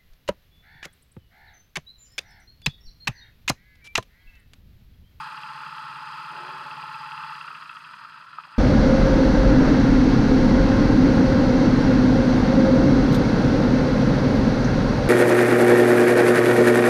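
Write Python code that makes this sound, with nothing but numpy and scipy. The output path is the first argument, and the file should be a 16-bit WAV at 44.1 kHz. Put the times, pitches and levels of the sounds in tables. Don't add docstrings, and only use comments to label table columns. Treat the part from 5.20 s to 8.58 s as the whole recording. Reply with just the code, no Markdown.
import sys
import numpy as np
from scipy import signal
from scipy.io import wavfile
from scipy.ndimage import uniform_filter1d

SR = 44100
rng = np.random.default_rng(int(sys.argv[2]) if len(sys.argv) > 2 else 0)


def wav_record(signal):
    frames = np.transpose(np.atleast_2d(signal))
    bounded = np.clip(frames, -1, 1)
    quanta = np.round(bounded * 32767).astype(np.int16)
    wavfile.write(sys.argv[1], SR, quanta)


def natural_amplitude(level_db):
    exponent = np.asarray(level_db, float) / 20
    return 10 ** exponent


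N = 149058
T_S = np.arange(N) / SR

# t/s, rate/(cycles/s)
ENGINE_SPEED = [(0, 16.13), (.2, 17.51), (.45, 17.09), (.7, 17.1), (.95, 17.23), (1.2, 17.18), (1.5, 17.29),
                (1.8, 17.17), (2.05, 17.13), (2.17, 17.36), (2.27, 13.98), (2.5, 13.88), (2.65, 11.89),
                (2.85, 10.53), (3.05, 9.43), (3.38, 8.94)]
START_CYCLES = .03
# t/s, exhaust thump/dB, frame ring/dB, clacks/dB, clatter/dB, treble hiss/dB
SOURCE_GAINS = [(0, -53, -40.5, -57.5, -37, -60.5), (.1, -58.5, -44.5, -55.5, -39.5, -64),
                (.6, -57, -45, -58, -39, -64.5), (1.1, -58.5, -45, -57.5, -38.5, -64),
                (1.3, -58.5, -43.5, -57, -38, -64), (1.7, -56, -44.5, -54.5, -39.5, -64),
                (2.12, -58, -43.5, -57, -38, -64), (2.2, -60.5, -53, -54.5, -40.5, -64),
                (2.32, -66.5, -86, -55, -42.5, -66), (2.55, -65, -89, -55, -44.5, -67.5),
                (2.8, -69.5, -86, -65.5, -44, -70), (3.05, -66, -85, -65.5, -46, -72),
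                (3.38, -67.5, -59, -61, -46, -72.5)]

# f/Hz, relative density/dB
ROAD_SPECTRUM = [(25, -23), (75, -15), (113, -4.5), (151, 0), (335, -10.5), (549, -20), (599, -7),
                 (653, -9), (800, -16), (1040, -67)]
ROAD_START_DB, ROAD_CHANGE_DB = -63.5, -2.5
# f/Hz, relative density/dB
GUST_SPECTRUM = [(110, -40), (190, -13.5), (296, -11.5), (500, -12.5), (749, -10.5), (810, -8.5),
                 (1050, -40)]
# t/s, gain/dB
GUST_GAIN = [(1.08, -68), (1.13, -53.5), (1.2, -51), (1.33, -54), (1.53, -58.5), (1.62, -60.5),
             (1.8, -67.5), (2.22, -72.5), (2.3, -63), (2.38, -71), (2.8, -99)]
# start f/Hz, f/Hz half a second on
WIND_MOANS = [(590, 580), (330, 420)]
MOAN_PASS_WIDTH_HZ, MOAN_DB = 12, -9.5

# f/Hz, relative density/dB
HISS_SPECTRUM = [(3180, -13), (5400, -5), (7500, -9.5), (8710, -6), (11000, -15), (11900, -13.5),
                 (13000, -19.5), (15400, -16.5)]
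HISS_THROB_PEAK_DB, HISS_WANDER_RMS_DB, HISS_PLACE_CYCLES = 2, .4, .21
HISS_CLICKS_PER_S, HISS_SPREAD_DB, HISS_CLICKS_OVER_NOISE = 650, 3.3, .32

# t/s, pulse area/dB, pitch factor
CASE_TAPS = [(2.305, -33, 1), (3.1845, -27, 1), (3.272, -56, .62)]
# f/Hz, level/dB, t60/s
CASE_MODES = [(1018, -7.5, 0.06), (1233, -1, 0.058), (1286, 5, 0.054)]

# place/cycles, level/dB
CYLINDER_FIRINGS = [(.919, 0), (.547, -9.5)]
FIRE_JITTER_S, FIRE_SPREAD_DB = .0002, .7
PIPE_HZ, PIPE_PASS_WIDTH_HZ, PIPE_SKIRT_DB = 148.5, 29, -30

# place/cycles, ring f/Hz, first-pass width/Hz, level/dB, twice chatter rise t/s
VALVE_CLACKS = [(.955, 2650, 380, 2.5, .0035), (.955, 3200, 300, -6, .005), (.99, 1850, 220, -5, .008),
                (.97, 1280, 220, 4, .006), (.45, 2600, 380, -2, .003), (.45, 1280, 220, 3, .009),
                (.32, 1280, 220, 0, .004), (.83, 1280, 220, -1, .004), (.83, 4750, 280, -9, .004),
                (.71, 4100, 220, -11, .009)]
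CLACK_JITTER_S, CLACK_SPREAD_DB, CLACK_BLOW_OVER_CHATTER = .0004, 1.5, 1.1

# place/cycles, level/dB
LOWER_FRAME_BLOWS = [(.02, 0), (.675, -9)]
# f/Hz, level/dB, t60/s
FRAME_MODES = [(862, 0, .2), (884, -5, .16)]
# place/cycles, level/dB
UPPER_FRAME_BLOWS = [(.41, 0), (0, -4)]
FRAME_JITTER_S, FRAME_SPREAD_DB, FRAME_ROUGH_GAIN = .00006, .8, .15
UPPER_HZ, UPPER_FIRST_WIDTH_HZ, UPPER_DB = 1051, 71, -5.5

# f/Hz, relative density/dB
CASE_SPECTRUM = [(460, -42), (813, -31), (883, -7.5), (912, -8), (1120, -6.5), (1330, 1), (1400, -3.5),
                 (1530, -8.5), (1850, -13), (1980, -16), (2220, -23), (2390, -16.5), (2670, -12.5),
                 (2940, -21.5), (3280, -17), (3620, -27.5), (4090, -21), (4410, -24.5), (4830, -18.5),
                 (5110, -23), (5600, -53), (7280, -93)]
CLATTER_CLICKS_PER_S, CLATTER_SPREAD_DB, CLATTER_NOISE_OVER_CLICKS = 2500, 1.2, 1.1
LUMP_FAST_RMS_DB, LUMP_SLOW_RMS_DB = .2, 2
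CHUG_PLACE_CYCLES, CHUG_RISE_S, CHUG_GAIN, CHUG_TOP_HZ = .935, .006, 2.8, 3500


def evened(x):
    return x / np.sqrt(np.mean(x ** 2) + 1e-20)


def curve(rows, column):
    rows = np.array(rows)
    return np.interp(T_S, rows[:, 0], rows[:, column])


def colour(x, points):
    f_hz, level_db = np.transpose(points)
    grid_hz = np.fft.rfftfreq(8192, 1 / SR)
    grid_db = np.interp(np.log(grid_hz + 1), np.log(f_hz + 1), level_db, -90, -90)
    log_gain = np.log(natural_amplitude(np.maximum(grid_db, -90)))
    log_gain = np.r_[log_gain, log_gain[-2:0:-1]]
    response = np.fft.ifft(np.exp(np.conj(signal.hilbert(log_gain)))).real[:4096]
    return evened(signal.oaconvolve(x, response)[:N])


def resonate(x, hz, width_hz):
    pole = np.exp((2j * np.pi * hz - np.pi * width_hz) / SR)
    return 2 * signal.lfilter([1 - abs(pole)], [1, -pole], x).real


def resonate_twice(x, hz, first_width_hz, second_width_hz):
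    return resonate(resonate(x, hz, first_width_hz), hz, second_width_hz)


def above(x, hz):
    return signal.sosfilt(signal.butter(8, hz, "high", fs=SR, output="sos"), x)


def ring(x, modes):
    t_s = T_S[:SR // 4]
    response = sum(natural_amplitude(db - 60 * t_s / t60_s) * np.sin(2 * np.pi * hz * t_s) for hz, db, t60_s in modes)
    return signal.oaconvolve(x, response)[:N]


def turns():
    return START_CYCLES + np.cumsum(curve(ENGINE_SPEED, 1)) / SR


def beats(place_cycles, jitter_s, spread_db):
    at_s = np.interp(np.arange(-1, 60) + place_cycles, np.r_[-.2, turns()], np.r_[0, T_S], -1, -1)
    chance = rng.standard_normal((len(at_s), 2))
    index = np.round(abs(at_s + jitter_s * chance[:, 0]) * SR).astype(int)
    keep = (at_s >= 0) & (index < N)
    out = np.zeros(N)
    out[index[keep]] = natural_amplitude(spread_db * chance[keep, 1])
    return out


def beat_pattern(rows, jitter_s, spread_db):
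    return sum(natural_amplitude(db) * beats(place, jitter_s, spread_db) for place, db in rows)


def grit(clicks_per_s, spread_db, noise_gain):
    size = natural_amplitude(spread_db * np.minimum(rng.exponential(1, N), 5))
    present = rng.random(N) < clicks_per_s / SR
    clicks = size * present * rng.choice([-1., 1.], N)
    return evened(clicks) + noise_gain * rng.standard_normal(N)


def slow_noise(window):
    return evened(uniform_filter1d(uniform_filter1d(rng.standard_normal(N), window), window))


def air():
    gust = colour(rng.standard_normal(N), GUST_SPECTRUM)
    start_s = GUST_GAIN[0][0]
    for start_hz, end_hz in WIND_MOANS:
        glide_hz = np.interp(T_S, [start_s, start_s + .5], [start_hz, end_hz])
        spin = np.exp(2j * np.pi * np.cumsum(glide_hz) / SR)
        flutter = resonate_twice(rng.standard_normal(N), 0, MOAN_PASS_WIDTH_HZ, MOAN_PASS_WIDTH_HZ)
        gust = gust + natural_amplitude(MOAN_DB) * evened((spin * flutter).real)
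    road_db = ROAD_START_DB + ROAD_CHANGE_DB * T_S / T_S[-1]
    road = natural_amplitude(road_db) * colour(rng.standard_normal(N), ROAD_SPECTRUM)
    return natural_amplitude(curve(GUST_GAIN, 1)) * gust + road


def hiss():
    swell_db = HISS_THROB_PEAK_DB * np.cos(4 * np.pi * (turns() - HISS_PLACE_CYCLES))
    throb = natural_amplitude(swell_db + HISS_WANDER_RMS_DB * slow_noise(1800))
    drive = grit(HISS_CLICKS_PER_S, HISS_SPREAD_DB, 1 / HISS_CLICKS_OVER_NOISE) * throb
    return natural_amplitude(curve(SOURCE_GAINS, 5)) * colour(drive, HISS_SPECTRUM)


def taps():
    out = np.zeros(N)
    soft = np.hanning(30)
    for t_s, db, pitch in CASE_TAPS:
        blow = np.zeros(N)
        blow[round(t_s * SR):][:30] = natural_amplitude(db) * soft / soft.sum()
        modes = [(hz * pitch, level_db, t60_s) for hz, level_db, t60_s in CASE_MODES]
        out += above(ring(blow, modes), 800 * pitch)
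    return out


def exhaust():
    fire = beat_pattern(CYLINDER_FIRINGS, FIRE_JITTER_S, FIRE_SPREAD_DB)
    pipe = evened(resonate_twice(fire, PIPE_HZ, PIPE_PASS_WIDTH_HZ, PIPE_PASS_WIDTH_HZ))
    skirt = evened(resonate(fire, 133, 180))
    return natural_amplitude(curve(SOURCE_GAINS, 1)) * evened(pipe + natural_amplitude(PIPE_SKIRT_DB) * skirt)


def clacks():
    out = np.zeros(N)
    hits = {place: beats(place, CLACK_JITTER_S, CLACK_SPREAD_DB) for place, *_ in VALVE_CLACKS}
    for place, hz, width_hz, db, length_s in VALVE_CLACKS:
        t = T_S[:1500] / length_s
        envelope = signal.oaconvolve(hits[place], t * np.exp(-2 * t))[:N]
        noise = envelope * rng.standard_normal(N)
        chatter = evened(resonate_twice(noise, hz, width_hz, 1.07 * width_hz))
        blow = evened(resonate_twice(hits[place], hz, width_hz, 1.07 * width_hz))
        out += natural_amplitude(db) * evened(chatter + CLACK_BLOW_OVER_CHATTER * blow)
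    return natural_amplitude(curve(SOURCE_GAINS, 3)) * above(out, 844)


def frame():
    blows = beat_pattern(LOWER_FRAME_BLOWS, FRAME_JITTER_S, FRAME_SPREAD_DB)
    pair = evened(above(resonate(ring(blows, FRAME_MODES), 890, 70), 825))
    rough = evened(resonate_twice(rng.standard_normal(N), 878, 41, 41))
    blows = beat_pattern(UPPER_FRAME_BLOWS, FRAME_JITTER_S, FRAME_SPREAD_DB)
    upper = evened(resonate_twice(blows, UPPER_HZ, UPPER_FIRST_WIDTH_HZ, 150))
    return natural_amplitude(curve(SOURCE_GAINS, 2)) * (pair + FRAME_ROUGH_GAIN * rough + natural_amplitude(UPPER_DB) * upper)


def clatter():
    speed = curve(ENGINE_SPEED, 1)
    depth_db = np.interp(speed, [speed.min(), speed.max()], [LUMP_SLOW_RMS_DB, LUMP_FAST_RMS_DB])
    rattle = grit(CLATTER_CLICKS_PER_S, CLATTER_SPREAD_DB, CLATTER_NOISE_OVER_CLICKS)
    rattle = rattle * natural_amplitude(depth_db * slow_noise(300))
    slack = np.interp(speed, [speed.min(), 14, 17], [.5, 1, 0])
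    t = T_S[:2000] / CHUG_RISE_S
    hits = beats(CHUG_PLACE_CYCLES, CLACK_JITTER_S, CLACK_SPREAD_DB)
    chug = slack * signal.oaconvolve(hits, t ** 2 * np.exp(2 - 2 * t))[:N]
    chug = chug * rng.standard_normal(N)
    chug = signal.sosfilt(signal.butter(4, CHUG_TOP_HZ, fs=SR, output="sos"), chug)
    return natural_amplitude(curve(SOURCE_GAINS, 4)) * colour(rattle + CHUG_GAIN * chug, CASE_SPECTRUM)


def scene():
    return (air() + hiss() + taps() + exhaust() + clacks() + frame() + clatter())[None]


def top_cut(x):
    return signal.sosfilt(signal.butter(12, 16010, fs=SR, output="sos"), x)


def record(dry):
    low_pass = signal.firwin(1023, 15290, window=("kaiser", 9), fs=SR)
    mix = signal.oaconvolve(dry, low_pass[None], "same")
    return top_cut(mix)


dry = scene()
out = record(dry)
wav_record(out)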